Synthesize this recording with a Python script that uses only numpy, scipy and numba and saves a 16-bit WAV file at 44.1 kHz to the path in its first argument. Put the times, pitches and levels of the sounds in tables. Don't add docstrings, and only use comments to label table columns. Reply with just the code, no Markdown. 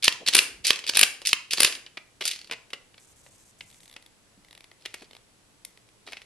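import sys
import numpy as np
from scipy import signal
from scipy.fft import rfft, irfft, next_fast_len
from scipy.io import wavfile
from scipy.ndimage import uniform_filter1d
from numba import njit

SR = 44100
rng = np.random.default_rng(int(sys.argv[2]) if len(sys.argv) > 2 else 0)


def transcribe(signal):
    frames = np.atleast_2d(signal).T
    limited = np.clip(frames, -1, 1)
    pcm = np.round(limited * 32767).astype(np.int16)
    wavfile.write(sys.argv[1], SR, pcm)


N = 275625
CLICK_SIZE = 4096

# start and end in seconds, first and last
# relative level in dB, extra bass of its jiggling in dB.
SLIDE_TRAVELS = [(0.023, 0.095, -21.5, -27, -8), (0.26, 0.296, -29.5, -23, -6),
                 (0.321, 0.404, -25.5, -21.5, 6), (0.639, 0.721, -23.5, -27, -7),
                 (0.862, 0.902, -31.5, -23, -14), (0.943, 1.05, -24, -27, 6.5),
                 (1.247, 1.329, -31, -34, -17), (1.505, 1.541, -27.5, -30, -12.5),
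                 (1.562, 1.683, -29.5, -23, 5), (2.204, 2.258, -39, -35, -6),
                 (2.256, 2.37, -27, -47.5, -12), (2.508, 2.541, -47, -40, -3), (4.79, 5.07, -61, -56, 4),
                 (6.055, 6.24, -47.5, -65, 6)]


def end_stop():
    # start in seconds, relative level in dB, chatter in seconds, extra bass and treble in dB,
    # panel pitch in Hz.
    hits = [(0.0796, -9.5, 0.0024, 3, -4, 2820), (0.3881, -10, 0.0042, -11, 0, 2780),
            (0.705, -9, 0.0022, 2, -4, 3450), (1.0297, -10, 0.0026, 0, 0.5, 2630),
            (1.0335, -11.5, 0.0027, -3.5, 2.5, 3140), (1.33, -10.5, 0.0029, -0.5, -4, 2780),
            (1.6465, -10, 0.0035, -1, 3, 2580)]
    # frequency in Hz, gain in dB.
    colour = [(80, -18), (200, -20), (400, -14), (900, -14.5), (1500, -8.5), (2000, -5), (2700, -0.5),
              (3600, -2.5), (4800, -3.5), (6000, -10), (7600, -11.5), (9800, -8.5), (11800, -13),
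              (13000, -32)]
    clacks = impacts(hits, colour, gain_db=1.5, ring_db=-18, buzz_db=-17, buzz_s=.006)
    return clacks, thuds(hits, gain_db=-39.5)


def ratchet(treble_db=-.1):
    # start in seconds, relative level in dB, chatter in seconds, extra bass in dB,
    # panel pitch in Hz.
    teeth = [(0.3483, -17.5, 0.0015, -4, 3620), (0.3511, -8, .0036, -1, 2610),
             (0.3664, -18.5, .002, 2, 4950), (0.3802, -19, .003, -2.5, 2560),
             (0.9705, -14, .0035, -0.5, 2650), (0.9917, -14, .003, -4.5, 2630),
             (1.0117, -13.5, .0025, -4.5, 2500), (1.6031, -13.5, 0.0041, 3, 4970),
             (1.619, -21.5, .0048, -2, 4570), (1.6317, -12, 0.0021, -4, 3140)]
    # frequency in Hz, gain in dB.
    colour = [(80, -30.5), (200, -13), (400, -7.5), (900, -15), (1500, -3.5), (2000, -4.5), (2700, -0.5),
              (3600, -2), (4800, 0), (6000, -6.5), (7600, -7), (9800, 4.5), (11800, -4), (13000, -19.5)]
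    hits = [(s, db, chatter_s, bass_db, treble_db, hz) for s, db, chatter_s, bass_db, hz in teeth]
    snaps = impacts(hits, colour, gain_db=3, ring_db=-15, buzz_db=-18.5, buzz_s=.005)
    return snaps, thuds(hits, gain_db=-46.5)


def slide_rattle():
    # start in seconds, relative level in dB, chatter in seconds, extra bass and treble in dB,
    # panel pitch in Hz.
    clacks = [(0.0421, -15, 0.0043, -10, 6, 4930), (0.052, -18, 0.0059, -11.5, -4.5, 4200),
              (0.2638, -24.5, .0048, -3, -6, 4034), (0.275, -18, .0018, -13, -15, 3510),
              (0.2847, -14.5, 0.0033, 0, -1, 3960), (0.6491, -22.5, .002, -5.5, -0.5, 4350),
              (0.6686, -16.5, .001, -11.5, 6.5, 5100), (0.679, -20, .0044, -8.5, 1, 4804),
              (0.84, -33.5, 0.0016, 1.5, -14, 2990), (0.8931, -18.5, 0.004, 3, -4, 4610),
              (0.935, -29.5, 0.0031, 4.5, -9.5, 2820), (1.2172, -38, 0.0013, 11.5, -3, 2862),
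              (1.2518, -27, .0018, -14, -5, 2820), (1.271, -16, .0017, -24, 6.5, 5230),
              (1.2598, -26, .0022, -17, 1, 4393), (1.2895, -22, 0.0055, -9, 2, 5170),
              (1.5081, -24, .004, -16, -0.5, 2780), (1.5334, -17.5, 0.0014, 0.5, 2.5, 4950),
              (1.5814, -25, .0025, 9.5, -8.5, 4650), (1.8634, -39.5, 0.0015, 2.5, -16, 2990),
              (2.2535, -21, .001, -1.5, 5, 4830), (2.2765, -20, .007, -15, 6, 4755),
              (2.3123, -25, .0013, -14, -3, 3600)]
    # frequency in Hz, gain in dB.
    colour = [(80, -24), (200, -17), (400, -10), (900, -14.5), (1500, -8.5), (2000, -5), (2700, -0.5),
              (3600, -1.5), (4800, 0), (6000, -3.5), (7600, -6), (9800, -5), (11800, -10.5), (13000, -29.5)]
    hits = clacks + settling_hits() + jiggling_hits()
    return impacts(hits, colour, gain_db=-.5, ring_db=-11, buzz_db=-13, buzz_s=.011)


def jiggling_hits(gap_s=.011, chatter_s=.002, offset_db=-4.5, scatter_db=2):
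    hits = []
    for start, end, first_db, last_db, bass_db in SLIDE_TRAVELS:
        treble_db = -6 - .45 * bass_db
        hz = 4750 * 2 ** (.03 * treble_db)
        for s in np.arange(start + gap_s / 2, end - gap_s, gap_s):
            late, strength = rng.random(2)
            scrape_db = np.interp(s, [start, end], [first_db, last_db])
            db = scrape_db + offset_db + scatter_db * (2 * strength - 1)
            hits.append((s + late * gap_s, db, chatter_s, bass_db, treble_db, hz))
    return hits


def settling_hits(gap_s=.0275, fall_db_per_s=110, chatter_s=.002, bass_db=-1.5, treble_db=-6):
    # start and end in seconds, relative level of the first tick in dB, panel pitch in Hz.
    runs = [(0.124, 0.135, -28.5, 3430), (0.731, 0.8, -25.5, 2680), (1.7237, 1.76, -31, 3000),
            (2.333, 2.48, -35, 4500)]
    hits = []
    for start, end, first_db, hz in runs:
        for age in np.arange(0, end - start, gap_s):
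            late, strength = rng.standard_normal(2)
            db = first_db - fall_db_per_s * age + 1.5 * strength
            hits.append((start + age * (1 + .045 * late), db, chatter_s, bass_db, treble_db, hz))
    return hits


def slide_scrape(gain_db=-2, ring_db=-9, slips_per_s=420, spread_db=3.5, slip_s=.001, rub=.3):
    # frequency in Hz, gain in dB.
    colour = [(100, -30), (400, -14), (1100, -19.5), (1700, -10), (2500, 3), (4600, 4), (6200, -5),
              (9500, -7), (11800, -14), (13000, -25.5)]
    out, size = np.zeros((2, N)), 4 * CLICK_SIZE
    for start, end, first_db, last_db, _ in SLIDE_TRAVELS:
        span = int(np.clip((end - start) * SR, 100, size - CLICK_SIZE))
        slips = rng.random(size) < slips_per_s / SR
        strengths = undb(spread_db * np.minimum(rng.exponential(size=size), 2))
        friction = signal.lfilter([1], [1, -np.exp(-1 / (slip_s * SR))], slips * strengths) + rub
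        force = (friction * rng.standard_normal((2, size)))[:, :span]
        force *= undb(np.linspace(0, last_db - first_db, span)) / rms(force)
        force *= signal.windows.tukey(span, .22)
        ring = 1 + undb(ring_db) * rfft(irfft(shell_ring()), size)
        body = minimum_phase(over_hz(colour, size)) * ring
        scrape = irfft(microphone_ports(rfft(force, size) * body / rms(abs(body))))
        add(out, start, undb(first_db + gain_db) * scrape)
    return out


def handling_knocks(rebound_s=.0105, loss_db=3):
    # start in seconds, relative level in dB, chatter in seconds, extra bass and treble in dB,
    # panel pitch in Hz, number of rebounds.
    knocks = [(1.9712, -32, 0.0071, -6.5, -9.5, 2300, 0), (2.2085, -28, .008, -6, -0.5, 3020, 1),
              (2.4964, -42.5, 0.004, 2, -22, 2440, 0), (2.5114, -27.5, 0.0026, -5.5, 0.5, 2600, 2),
              (2.703, -48, 0.0025, -10, 5, 3100, 0), (2.732, -28.5, 0.0024, -6, -2, 2920, 0),
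              (2.9415, -52, .006, -6, -9, 3010, 0), (2.9787, -48.5, .0024, -8, -1, 4260, 0),
              (3.2634, -51, 0.0018, 2.5, -14, 2220, 0), (3.607, -36.5, 0.0039, -12.5, -8, 2674, 0),
              (3.963, -39, 0.0036, -5.5, -1, 2740, 0), (4.8525, -37.5, .004, -12, -2, 3150, 0),
              (4.8574, -30.5, 0.0033, -11, 1.5, 3470, 0), (4.9406, -33, 0.0054, -5, 9, 2220, 0),
              (5.021, -45.5, 0.0055, 2.5, 5, 2500, 0), (6.0736, -40.5, .0045, 0, -4, 2250, 1),
              (6.1209, -39.5, .004, -2.5, 6, 2220, 0), (6.131, -34.5, 0.0033, -7.5, -4, 2500, 0),
              (6.1686, -38.5, .0025, -9.5, -9, 2470, 0), (6.217, -45, .002, -9, 0, 2620, 0)]
    # frequency in Hz, gain in dB.
    colour = [(80, -20.5), (200, -9), (400, 1.5), (900, -3), (1500, -5), (2000, -3), (2700, -2.5),
              (3600, -5), (4800, -7.5), (6000, -12.5), (7600, -17), (9800, -17.5), (11800, -21),
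              (13000, -41)]
    hits = [(s + k * rebound_s, db - k * loss_db, chatter_s, bass_db, treble_db - k * loss_db, hz)
            for s, db, chatter_s, bass_db, treble_db, hz, rebounds in knocks
            for k in range(rebounds + 1)]
    return impacts(hits, colour, gain_db=.56, ring_db=-12, buzz_db=-4.5, buzz_s=.0076)


def seam_creaks(chatter_s=.0026, pitch_scatter=.12):
    # first and last slip in seconds, number of slips, ratio of each gap to the one before,
    # first and last relative level in dB, tilt from bass to treble in dB, panel pitch in Hz.
    runs = [(3.7005, 3.7435, 4, 1.2, -56.5, -56, 2, 3450), (3.8035, 3.9387, 8, 0.87, -54.5, -50.5, 1, 3730),
            (4.024, 4.0615, 2, 1, -54, -50.5, 1.5, 3810), (4.4465, 4.4837, 2, 1, -55.5, -57, -2, 2400),
            (4.509, 4.6415, 6, 1.17, -49, -48.5, -3, 3040), (4.7143, 4.7143, 1, 1, -49.5, -49.5, -8, 2330),
            (5.1097, 5.1656, 4, .85, -49.5, -48.5, -6.5, 2970), (5.649, 5.649, 1, 1, -36, -36, 8.5, 5300),
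            (5.7734, 5.8883, 2, 1, -52.5, -58.5, -5, 2340)]
    # frequency in Hz, gain in dB.
    colour = [(80, -27), (200, -24), (400, -5.5), (900, -5.5), (1500, -11), (2000, 3.5), (2700, -2),
              (3600, 3), (4800, -0.5), (6000, -7), (7600, -8), (9800, -2.5), (11800, -4), (13000, -39)]
    hits = []
    for start, end, slips, gap_ratio, first_db, last_db, tilt_db, hz in runs:
        steps = np.cumsum(float(gap_ratio) ** np.arange(slips))
        times = np.interp(steps, steps[[0, -1]], [start, end])
        levels = np.linspace(first_db, last_db, slips)
        pitches = hz * np.exp(pitch_scatter * rng.standard_normal(slips))
        hits += [(s, db, chatter_s, -tilt_db, tilt_db, pitch)
                 for s, db, pitch in zip(times, levels, pitches)]
    return impacts(hits, colour, gain_db=1, ring_db=-14, buzz_db=-16, buzz_s=.004)


def impacts(hits, colour, gain_db, ring_db, buzz_db, buzz_s, panel_width_hz=260, attack_s=.00093):
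    out, t = np.zeros((2, N)), np.arange(CLICK_SIZE) / SR
    bins_hz = np.fft.rfftfreq(CLICK_SIZE, 1 / SR)
    bass_shelf = over_hz([(1000, 1), (2000, 0)], CLICK_SIZE)
    treble_shelf = over_hz([(4500, .0044), (8500, 1)], CLICK_SIZE)
    attack, fade = 1 - np.exp(-t / attack_s), np.linspace(1, 0, CLICK_SIZE)
    for s, db, chatter_s, bass_db, treble_db, panel_hz in hits:
        contact = np.exp(-(t / chatter_s) ** 2) + undb(buzz_db) * np.exp(-t / buzz_s)
        force = rfft(rng.standard_normal((2, CLICK_SIZE)) * contact * attack)
        force /= np.sqrt(uniform_filter1d(abs(force) ** 2, size=90))
        shelves_db = bass_db * bass_shelf + treble_db * treble_shelf
        panel_db = 6 / (1 + ((bins_hz - panel_hz) / panel_width_hz) ** 2)
        body = minimum_phase(over_hz(colour, CLICK_SIZE) + shelves_db + panel_db)
        body *= 1 + undb(ring_db) * shell_ring()
        click = irfft(microphone_ports(force * body)) * fade
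        onset_energy = np.mean(np.sum(click[:, :330] ** 2, axis=1))
        onset_rms = np.sqrt(onset_energy / (.005 * SR))
        add(out, s, undb(db + gain_db) * click / onset_rms)
    return out


def shell_ring(scatter_db=3, detune=.008):
    # frequency in Hz, relative level in dB, time to decay by 60 dB in seconds.
    modes = [(312, -13, .07), (530, -13, .05), (1040, -10.5, .04), (1400, -12.5, .04), (1897, -1.5, .05),
             (2310, -2.5, 0.15), (2480, -2.5, 0.13), (2758, -2, 0.023), (3097, -5, 0.054),
             (3530, -4.5, 0.062), (4077, -3, .04), (4714, -7.5, .04), (4880, -2.5, .04), (5114, -6.5, .035)]
    hz, db, t60 = np.transpose(modes)[:, :, None]
    weight, shift, phase = rng.standard_normal((3, len(modes), 1))
    t = np.arange(CLICK_SIZE) / SR
    envelopes = undb(db + scatter_db * weight - 60 * t / t60)
    tones = np.sin(2 * np.pi * (hz * (1 + detune * shift) * t + phase))
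    return rfft((envelopes * tones).sum(axis=0)) / np.sqrt(SR)


def thuds(hits, gain_db, decay_s=.0042, attack_s=.0004):
    out, t = np.zeros((2, N)), np.arange(CLICK_SIZE) / SR
    envelope = np.exp(-t / decay_s) * (1 - np.exp(-t / attack_s))
    colour = [(25, 0), (90, -2.5), (250, -2.5), (500, -15.5), (1500, -43.5)]
    for s, _, _, bass_db, _, _ in hits:
        jolt = tint(stereo_noise(CLICK_SIZE, width=.3), colour)
        add(out, s, undb(gain_db + bass_db / 2) * jolt * envelope)
    return out


def rustles(gain_db=-3):
    # midpoint and length in seconds, relative level in dB, centre frequency in Hz.
    swells = [(0.222, 0.075, -45.5, 438), (0.327, 0.22, -58, 200), (0.598, 0.12, -56.5, 208),
              (.6, 0.38, -57, 60), (3.298, 0.86, -64, 89.5), (3.699, 0.51, -64.5, 128),
              (4.388, 0.065, -57.5, 193), (5.027, 0.049, -48.5, 406), (5.091, 0.1, -58.5, 159),
              (6.109, 0.13, -60, 355)]
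    out = np.zeros((2, N))
    for s, length, db, hz in swells:
        size = int(length * SR)
        colour = [(hz / 5, -18), (hz * .75, -2), (hz * 1.5, 0), (hz * 2.1, -16), (hz * 16, -50)]
        brush = tint(stereo_noise(size, width=.24), colour)
        add(out, s - length / 2, undb(db + gain_db) * brush * np.hanning(size))
    return out


def focus_motor(db=-60, step_hz=125, run_s=.061, rest_s=.012):
    hunts = [(2.998, 3.137), (3.16, 3.522), (3.585, 3.9)]
    # frequency in Hz, gain in dB.
    colour = [(1000, -10.5), (4800, -9.5), (6200, 1), (8300, 3), (10000, -4), (12000, -9), (13000, -13)]
    t = np.arange(N) / SR
    runs = sum(1. * ((t > start) & (t < end) & ((t - start) % (run_s + rest_s) < run_s))
               for start, end in hunts)
    running = uniform_filter1d(runs, size=150)
    phase = 2 * np.pi * step_hz * t
    steps = 1 + .29 * np.cos(phase) + .13 * np.cos(3 * phase)
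    return undb(db) * running * steps * tint(stereo_noise(N, width=.59), colour)


def noise_floor(air_db=-60.93):
    # frequency in Hz, relative density in dB.
    colour = [(15, -32), (25, -4), (79, -10.5), (117, -2.5), (140, -10.5), (202, -7.5), (230, -12),
              (306, -8.5), (368, -13), (453, -11.5), (573, -14), (1430, -19), (3470, -20.5), (10400, -23.5),
              (12800, -35), (16600, -66), (22000, -120)]
    # frequency in Hz, level in dB.
    tones = [(7800, -78), (7827, -82), (10584, -80)]
    t = np.arange(N) / SR
    whine = sum(undb(db) * np.sin(2 * np.pi * hz * t) for hz, db in tones)
    mid, side = rfft(rng.standard_normal((2, N)))
    side *= undb(over_hz([(100, -5), (400, -3.5), (2000, 0), (10000, -2)], N))
    air = tint(irfft(np.array([mid + side, mid - side]), N), colour)
    return undb(air_db) * air + whine


def room(x, wet_db=-7, build_s=.004):
    # frequency in Hz, reverberation time in seconds.
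    decays = [(200, .54), (530, .48), (1400, .4), (2600, .39), (4500, .37), (10000, .32), (12500, .27)]
    # frequency in Hz, gain in dB.
    colour = [(80, -10.5), (300, 0.5), (800, 4), (2300, 3), (4000, -3.5), (7000, 4.5), (10000, -3.5),
              (11800, -0.5), (13000, -9.5)]
    size = 2 ** 15
    t = np.arange(size) / SR
    centres, t60s = np.transpose(decays)
    noise, tail = rfft(stereo_noise(size, width=.55)), 0
    for share, t60 in zip(np.eye(len(centres)), t60s):
        band = irfft(noise * over_hz(np.c_[centres, share], size))
        tail = tail + band * undb(-60 * t / t60)
    build_up = 1 - np.exp(-(t / build_s) ** 2)
    tail = tint(tail * build_up, colour) / np.sqrt(size)
    return undb(wet_db) * signal.fftconvolve(x, tail, axes=1)[:, :N]


def microphone_ports(pair):
    # frequency in Hz, left minus right in dB, phase lead of left in radians, unrelated share.
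    response = [(100, 2, 0, .1), (1000, 1.5, .15, .06), (3000, .5, .2, .06), (4500, -1.5, .4, .17),
                (5700, -5, .8, .35), (7200, -2, 2.4, .45), (8300, 3, 2, .45), (9500, 9, .9, .35),
                (10500, 6, .8, .4), (11400, -1, 1.1, .55), (13000, 1, 1, .65)]
    common, unrelated = pair
    size = 2 * (len(common) - 1)
    pan_db, lead, share = (over_hz(response, size, column) for column in (1, 2, 3))
    sign = np.array([[1], [-1]])
    gain = undb(sign * pan_db / 2)
    gain = gain / np.sqrt(np.mean(gain ** 2, axis=0)) * np.exp(.5j * sign * lead)
    return gain * (np.sqrt(1 - share / 2) * common + sign * np.sqrt(share / 2) * unrelated)


def undb(db):
    return 10 ** (np.asarray(db) / 20)


def rms(x):
    return np.sqrt(np.mean(x ** 2) + 1e-20)


def over_hz(table, size, column=1):
    table = np.array(table, float)
    return np.interp(np.log(np.fft.rfftfreq(size, 1 / SR) + 1), np.log(table[:, 0]), table[:, column])


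def minimum_phase(db):
    cepstrum = irfft(np.log(undb(db)))
    half = len(cepstrum) // 2
    cepstrum[1:half] *= 2
    cepstrum[half + 1:] = 0
    return np.exp(rfft(cepstrum))


def tint(x, colour):
    size = next_fast_len(x.shape[-1], real=True)
    y = irfft(rfft(x, size) * undb(over_hz(colour, size)), size)[..., :x.shape[-1]]
    return y / rms(y)


def add(out, s, sound):
    start = max(int(s * SR), 0)
    part = sound[..., :max(N - start, 0)]
    out[..., start:start + part.shape[-1]] += part


def stereo_noise(size, width):
    mid, side = rng.standard_normal((2, size))
    return np.array([mid + width * side, mid - width * side]) / np.sqrt(1 + width ** 2)


@njit
def peak_envelope(x, release):
    envelope, peak = np.empty(len(x)), 0.
    for i in range(len(x)):
        peak = max(x[i], peak * release)
        envelope[i] = peak
    return envelope


def scene():
    stops, stop_jolts = end_stop()
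    pawls, pawl_jolts = ratchet()
    rattles, scrape = slide_rattle(), slide_scrape()
    knocks, creaks = handling_knocks(), seam_creaks()
    direct = stops + stop_jolts + pawls + pawl_jolts + rattles + scrape + knocks + creaks
    echo = room(undb(-9.5) * stops + undb(-6.5) * creaks)
    echo += room(undb(-2) * pawls + undb(-8) * knocks)
    echo += room(undb(-5) * scrape + undb(-6.5) * rattles)
    return direct + echo + rustles() + focus_motor() + noise_floor()


def record(dry, threshold=1.1, release_s=.03, cutoff_hz=12958):
    peak = peak_envelope(np.abs(dry).max(axis=0), np.exp(-1 / (release_s * SR)))
    gain = uniform_filter1d(np.minimum(1, threshold / (peak + 1e-9)), size=24)
    held = np.clip(dry * gain, -.95, .95)
    return signal.sosfilt(signal.ellip(8, .2, 70, cutoff_hz, fs=SR, output="sos"), held)


dry = scene()
out = record(dry)
transcribe(out)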